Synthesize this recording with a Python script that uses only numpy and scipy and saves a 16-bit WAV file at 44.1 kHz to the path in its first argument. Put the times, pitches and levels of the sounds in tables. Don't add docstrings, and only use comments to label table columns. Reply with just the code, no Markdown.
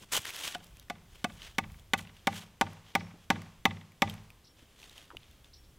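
import sys
import numpy as np
from scipy import signal
from scipy.fft import rfft, irfft
from scipy.io import wavfile
from scipy.ndimage import uniform_filter1d

SR = 44100
rng = np.random.default_rng(int(sys.argv[2]) if len(sys.argv) > 2 else 0)


def to_wav(sig):
    pcm = np.clip(np.atleast_2d(sig), -1, 1) * 32767
    pcm = np.round(pcm).astype(np.int16)
    wavfile.write(sys.argv[1], SR, pcm.T)


def voltage_ratio(decibels):
    exponent = np.asarray(decibels, float) / 20
    return 10 ** exponent


N = 254898


def unit(x):
    return x / np.sqrt(np.mean(x ** 2))


def colour(x, points):
    hz, db = np.transpose(points)
    f = np.maximum(np.arange(len(x) // 2 + 1) * SR / len(x), 1)
    gain = voltage_ratio(np.interp(np.log(f), np.log(hz), db))
    return irfft(rfft(x) * gain, len(x))


def ring(hz, t60, lag=0., length=.5):
    t = np.maximum(np.arange(int(length * SR)) / SR - lag, 0)
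    return np.sin(2 * np.pi * hz * t) * 1000. ** (-t / max(t60, .002))


def burst(low_hz, high_hz, t60, length=.5):
    t = np.arange(int(length * SR)) / SR
    band = signal.butter(2, [low_hz, min(high_hz, 18000)], "band", fs=SR, output="sos")
    noise = unit(signal.sosfilt(band, rng.standard_normal(len(t))))
    return noise * 1000. ** (-t / t60)


def add(out, s, sound):
    i = int(s * SR)
    out[i:i + len(sound)] += sound[:N - i]


def walk(rate):
    k = int(SR / rate)
    steps = np.repeat(rng.standard_normal(N // k + 1), k)
    return unit(uniform_filter1d(uniform_filter1d(steps, k), k)[:N])


def body(modes, scatter_db=2.42):
    total = 0
    for hz, db, t60, ms in modes:
        level_chance, pitch_chance = rng.standard_normal(2)
        mode = ring(hz * (1 + pitch_chance / 300), t60, ms / 1000)
        total = total + voltage_ratio(db + scatter_db * level_chance) * mode
    return total


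# frequency in Hz, density in dB per Hz.
AIR_SPECTRUM = [(20, -1), (50, -2), (100, 1.5), (200, -5.5), (400, -9), (800, -15.5), (1600, -17.5),
                (2500, -18.5), (3300, -15.5), (4200, -21.5), (8000, -24), (15600, -28.5), (16100, -50)]
# time in seconds, level in dB.
GUST_LEVEL = [(0.0, -62), (0.21, -70), (0.75, -57.5), (1.45, -58), (2.1, -56), (2.4, -63), (3.14, -60),
              (4.0, -69), (4.25, -60), (4.57, -68.5), (5.1, -66.5), (5.78, -58)]


def air():
    s, db = np.transpose(GUST_LEVEL)
    hum = unit(colour(rng.standard_normal(N), AIR_SPECTRUM)) * voltage_ratio(-64 + 0.42 * walk(0.39))
    rumble = [(12, -24), (30, 0), (70, -0.5), (130, -11.5), (300, -41)]
    gust = unit(colour(rng.standard_normal(N), rumble))
    return hum + gust * voltage_ratio(np.interp(np.arange(N) / SR, s, db) - 2.0 + 3.5 * walk(9))


# start in seconds, level in dB, top frequency in Hz.
BIRD_CHIPS = [
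    (4.442, -64.5, 6100),
    (4.467, -64, 5930),
    (5.532, -58.5, 6000),
    (5.557, -64.5, 5950),
    (5.638, -70.5, 5800),
    (2.992, -59.5, 6000),
]


def bird():
    out = np.zeros(N)
    u = np.linspace(0, 1, int(.016 * SR))
    for s, db, top_hz in BIRD_CHIPS:
        hz = top_hz * np.interp(u, [0, .3, .55, .68, 1], [.58, .85, 1, .88, .5])
        whistle = np.sin(2 * np.pi * np.cumsum(hz) / SR)
        add(out, s, voltage_ratio(db) * np.sin(np.pi * u) ** .3 * whistle)
    trees = voltage_ratio(-40.0) * burst(5460, 5500, 0.36) + voltage_ratio(-22.5) * burst(2400, 8600, 0.062)
    return out + signal.fftconvolve(out, trees)[:N]


# loudest moment in seconds, level in dB,
# swell and fade in seconds (spanning 20 dB), crispness in dB.
LEAF_STIRS = [(0.019, -56.5, 0.15, 0.074, -3), (.124, -35, 0.0083, 0.087, 2), (0.167, -29, .048, 0.032, -5),
              (.28, -44, 0.11, .11, -5), (0.477, -39, .19, 0.084, -3.5), (0.555, -46, 0.12, 0.0063, -25),
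              (.64, -61.5, 0.087, 0.14, -4), (.776, -61, 0.039, 0.11, -20), (1.158, -60, .11, 0.14, -7),
              (1.31, -65.5, 0.075, 0.15, 3), (1.445, -49.5, 0.087, 0.12, -10),
              (1.79, -64, 0.039, 0.044, -10), (1.985, -50.5, 0.016, 0.064, -1),
              (2.075, -65, .012, .08, -21), (2.17, -64, 0.096, 0.5, -11), (2.37, -46, 0.071, 0.09, -3.5),
              (2.74, -74, .11, 0.013, 6.5), (2.87, -58, 0.043, .16, -14), (3.24, -61.5, .08, 0.022, -8),
              (4.103, -54, 0.042, 0.061, -4), (4.59, -62.5, 0.046, 0.22, -9),
              (4.84, -54.5, 0.073, 0.054, -4), (4.98, -56.5, 0.32, 0.17, -8),
              (5.235, -61.5, 0.091, 0.22, -20), (5.445, -62.5, 0.008, 0.066, -9)]
# frequency in Hz, density in dB per Hz.
LEAF_SPECTRUM = [(150, -13.5), (500, -9.5), (1200, -6), (2500, -3.5), (3200, 0.5), (4100, -6.5),
                 (6500, -13.5)]


def rustle():
    t = np.arange(N) / SR
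    power = np.zeros((3, N))
    for s, db, swell, fade, crisp_db in LEAF_STIRS:
        away = np.where(t < s, (s - t) / max(swell, .004), (t - s) / max(fade, .004))
        stir = voltage_ratio(db - 20 * np.minimum(away, 5) ** 1.52) ** 2
        power[int(db < -51)] += stir
        power[2] += voltage_ratio(crisp_db - 3.0) ** 2 * stir
    uneven_db = 1.8 * np.minimum(rng.exponential(size=N), 5) + 2.5 * walk(300) + 1.1 * walk(60)
    grains = rng.standard_normal(N) * voltage_ratio(uneven_db)
    low = unit(colour(grains, LEAF_SPECTRUM + [(9000, -34)]))
    light = colour(low, [(500, 4.5), (1300, -1.5), (2300, -0.5)])
    crisp = [(4000, -23), (6000, -1.0), (8000, 3), (12000, -3.5), (15600, -6.5), (16100, -20)]
    high = unit(colour(grains, crisp))
    return voltage_ratio(-1.0) * np.sum(np.sqrt(power) * np.array([low, light, high]), axis=0)


# start in seconds, peak in dB, frequency in Hz, treble in dB.
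TWIG_SNAPS = [(0.1664, -12, 3060, -7.5), (0.2189, -33, 3190, -3), (0.2543, -17.5, 1860, -14),
              (0.2926, -23, 2260, -15), (0.3047, -24, 2560, -9), (0.326, -38, 2590, -6),
              (0.36, -26, 4340, -13), (0.3649, -21.5, 2620, -13), (0.392, -27, 2600, -13),
              (0.4374, -24.5, 3050, -13), (0.5826, -46, 3450, -7), (0.6438, -48.5, 3220, 5),
              (0.668, -48, 3370, -1), (0.77, -37.5, 2540, -13), (0.7973, -39, 3760, -3),
              (0.827, -43, 2560, -10)]
# start in seconds, peak in dB, frequency in Hz, treble in dB.
GRIT_TICKS = [(0.884, -44, 1820, -15.5), (0.9832, -46, 2125, -21), (1.3206, -39, 3520, -23),
              (1.4194, -28, 3120, -24), (1.719, -49, 3260, -2), (1.7963, -44, 3300, -7),
              (1.9787, -36, 3670, -7), (2.0107, -36.5, 3400, -22), (2.0726, -33.5, 2690, -28),
              (2.1674, -38.5, 2790, -17), (2.194, -44.5, 3260, -21), (2.4144, -36, 3930, -19),
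              (2.7325, -43, 1550, -6), (3.1068, -46, 1520, -31), (3.4189, -35, 2140, -8),
              (3.92, -44, 2290, -14), (4.098, -25, 3200, -14.5), (4.14, -43, 3102, -2),
              (4.3034, -35, 2514, -14.5), (4.817, -52, 2560, -18), (4.83, -32, 2680, -28),
              (4.841, -39, 4420, -30), (4.8957, -36.5, 3830, -14), (4.9794, -32, 3050, -15),
              (5.0544, -48, 2680, -9), (5.1692, -24.5, 2900, -26), (5.2318, -40, 3340, -25),
              (5.3127, -45.5, 3560, -8.5), (5.4448, -37, 3500, -23)]


def ticks():
    out = np.zeros(N)
    for table, t60 in [(TWIG_SNAPS, 0.0098), (GRIT_TICKS, 0.012)]:
        for s, db, hz, treble_db in table:
            snap = burst(4000, 14000, t60 / 2, length=.05)
            rough = burst(hz * .75, hz * 1.3, t60, length=.05) * .45
            tone = 0.83 * ring(hz, t60, length=.05)
            add(out, s, voltage_ratio(db - 7.0) * (tone + rough + voltage_ratio(treble_db + 7.0) * snap))
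    return out


# start in seconds, peak in dB, frequency in Hz, T60 in seconds.
DULL_BUMPS = [(0.015, -41.5, 193, 0.14), (0.033, -38, 980, 0.032), (0.188, -29.5, 98, 0.065),
              (3.138, -38.5, 214, 0.11), (4.624, -39, 105, 0.067), (5.104, -35, 1230, 0.016),
              (5.113, -42, 970, 0.063), (5.133, -41.5, 273, 0.097), (5.148, -37, 490, 0.025),
              (5.16, -38, 90, 0.13)]


def bumps():
    out = np.zeros(N)
    for s, db, hz, t60 in DULL_BUMPS:
        tone = 0.32 * ring(hz, t60, length=.2)
        rough = 0.42 * burst(hz * .5, hz * 1.58, t60, length=.2)
        add(out, s, voltage_ratio(db - 1.5) * (tone + rough))
    return out


# delay in seconds, level in dB.
WALL_ECHOES = [
    (.027, -33),
    (.046, -33),
    (.0545, -21.5),
    (.058, -29),
    (.115, -33),
    (.158, -34),
]


def wall_echoes(direct):
    walls = np.zeros(SR // 4)
    for s, db in WALL_ECHOES:
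        add(walls, s, voltage_ratio(db) * np.hanning(5) / 2)
    walls = colour(walls, [(100, -3), (200, 3), (500, -6), (1000, -3), (3500, 0), (5000, -8), (12000, -30)])
    return signal.fftconvolve(direct, walls)[:N]


# low and high edge in Hz, level in dB, T60 and rise in seconds.
YARD_WASH = [(251, 715, -43, 0.49, 0.025), (725, 1220, -44.5, 0.71, 0.1), (1410, 3000, -47.5, 0.75, 0.055),
             (2800, 7000, -52.5, 0.83, 0.04)]
# frequency in Hz, level in dB, T60 in seconds, arrival in ms.
LOG_SWAY = [(96.4, -32, 0.44, 20.17), (110.4, -42.5, 0.69, 32), (174.3, -32, 0.49, 7.6),
            (155.8, -36.5, 0.6, 17.63), (208.7, -34, 0.5, 9.8), (239, -38, 0.31, 14.22)]


def sway_and_wash(thump_db):
    t = np.arange(SR // 2) / SR
    late = voltage_ratio(thump_db) * body(LOG_SWAY) * (1 - np.exp(-t / 0.043))
    for low_hz, high_hz, db, t60, rise in YARD_WASH:
        late = late + voltage_ratio(db) * burst(low_hz, high_hz, t60) * (1 - np.exp(-t / rise))
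    return late


# frequency in Hz, level in dB, T60 in seconds, arrival after first touch in ms.
THUMP_MODES = [(460, -45, 0.038, 3.04), (319.8, -38, 0.24, 9.85), (569, -15, 0.036, 1.97),
               (880, -11.5, 0.013, 0.28)]
# as for the thump, Hz, dB, seconds, ms.
SHOVE_MODES = [(219, -7.5, 0.028, 1.12)]
# as for the thump, Hz, dB, seconds, ms.
WOOD_MODES = [(791, -15, .065, 7.8), (900, -18, .055, 8.0)]
# as for the thump, Hz, dB, seconds, ms.
GRIP_MODES = [(1097, -18, 0.05, 2.96), (1194, -20, 0.057, 3.13), (726, -19, 0.043, 3.27)]
# as for the thump, Hz, dB, seconds, ms.
FACE_MODES = [(1480, -14, 0.029, 2.347), (1670, -19.5, 0.031, 2.545)]
# as for the thump, Hz, dB, seconds, ms.
KNOCK_MODES = [(2085, -6, 0.014, 2.906), (2198, -7, 0.019, 2.782), (2000, -35, 0.12, 10)]
# as for the thump, Hz, dB, seconds, ms.
STEEL_MODES = [(2574, -19.5, 0.044, 1.536), (2600, -18.5, 0.041, 1.387), (3050, -15.5, 0.021, 1.802),
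               (3560, -24.5, 0.04, 1.78), (4350, -25.5, 0.025, 0.34), (5320, -33.5, 0.022, 1.6),
               (7140, -26, 0.026, 0.23), (7880, -36.5, 0.031, 0.5)]
# as for the thump, Hz, dB, seconds, ms.
TOUCH_MODES = [(3380, -5.5, .006, .5)]
# as for the thump, Hz, dB, seconds, ms.
COLLAR_MODES = [(6050, -25, 0.028, 1.7), (5470, -19, 0.0099, 0.243)]


def log_ring(pitch, slack_db):
    damping = 1 - 0.008 * slack_db
    modes = [(hz * pitch, db, t60 * damping, ms) for hz, db, t60, ms in WOOD_MODES]
    return body(modes) - voltage_ratio(-7.5) * ring(885, 0.0073, lag=0.006)


def chatter(slack_db, fizz_db):
    t = np.arange(SR // 2) / SR
    pressed = 1 / (1 + (t / .008) ** 3)
    rattle = voltage_ratio(-21.5) * burst(1400, 3800, 0.09) * pressed
    crack = voltage_ratio(slack_db - 31.0) * burst(4300, 10140, 0.029)
    fizz = voltage_ratio(fizz_db - 31) * burst(10500, 15500, .02)
    return rattle + crack + fizz


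def strike(pitch, thump_db, steel_db, square_db, slack_db):
    log = voltage_ratio(-2 + 0.11 * square_db) * log_ring(pitch, slack_db)
    thump = voltage_ratio(thump_db) * (body(THUMP_MODES) - body(SHOVE_MODES))
    grip = voltage_ratio(-1.3 + 0.86 * square_db) * body(GRIP_MODES)
    face = voltage_ratio(-3.5 + 0.59 * slack_db) * body(FACE_MODES)
    knock = voltage_ratio(square_db) * body(KNOCK_MODES)
    steel = voltage_ratio(steel_db) * (body(STEEL_MODES, 1.06) + body(TOUCH_MODES))
    collar = voltage_ratio(0.25 + .65 * square_db) * body(COLLAR_MODES)
    rough = chatter(slack_db, 2.9 + 0.84 * square_db) + voltage_ratio(-33.0) * burst(390, 4000, 0.11)
    return thump + log + grip + face + knock + steel + collar + rough


# start in seconds, peak in dB, steel in dB, squareness in dB, slack in dB.
MALLET_BLOWS = [(0.5479, -23.5, -2.5, -31, 4), (0.899, -24.5, -1.5, -5.5, 3.5), (1.2425, -23, 5.5, 1, 10.5),
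                (1.583, -20, 3, 3, 12), (1.9344, -17.5, 4, 1.5, 11), (2.2707, -14, -8.5, -3, 6.5),
                (2.6114, -13.5, -6, -5.5, 6), (2.9513, -14.5, -5.5, 1, 3.5), (3.302, -11.5, -8, -4.5, 2),
                (3.6533, -14.5, 0, 4, -7), (4.0199, -11.5, -3, -1, -10)]


def blows():
    direct, late = np.zeros(N), np.zeros(N)
    for s, db, steel_db, square_db, slack_db in MALLET_BLOWS:
        pitch = .91 if s < 1.4 else 1.008
        thump_db = -0.61 + 0.28 * square_db
        add(direct, s, voltage_ratio(db + 6.5) * strike(pitch, thump_db, steel_db, square_db, slack_db))
        add(late, s, voltage_ratio(db + 8.5) * sway_and_wash(thump_db))
    low_cut = signal.butter(2, 105, "high", fs=SR, output="sos")
    return signal.sosfilt(low_cut, direct + wall_echoes(direct)) + late


def scene():
    mid = air() + bird() + rustle() + ticks() + bumps() + blows()
    spread = [(30, -48), (60, -50), (125, -54), (250, -40), (400, -55), (700, -55), (1000, -34),
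              (2000, -35), (4000, -32), (8000, -27), (12000, -25)]
    side = colour(np.imag(signal.hilbert(mid)), spread)
    hiss = [(25, 3.5), (130, 9.5), (2000, -6.5), (10000, 0.0), (15600, 6), (16000, -26)]
    side = side + voltage_ratio(-77) * unit(colour(rng.standard_normal(N), hiss))
    return np.array([mid + side, mid - side])


def band_limit(x):
    return signal.sosfilt(signal.butter(12, 16850, fs=SR, output="sos"), x)


def record(dry):
    top = signal.butter(8, 16300, fs=SR, output="sos")
    return band_limit(signal.sosfilt(top, dry))


dry = scene()
out = record(dry)
to_wav(out)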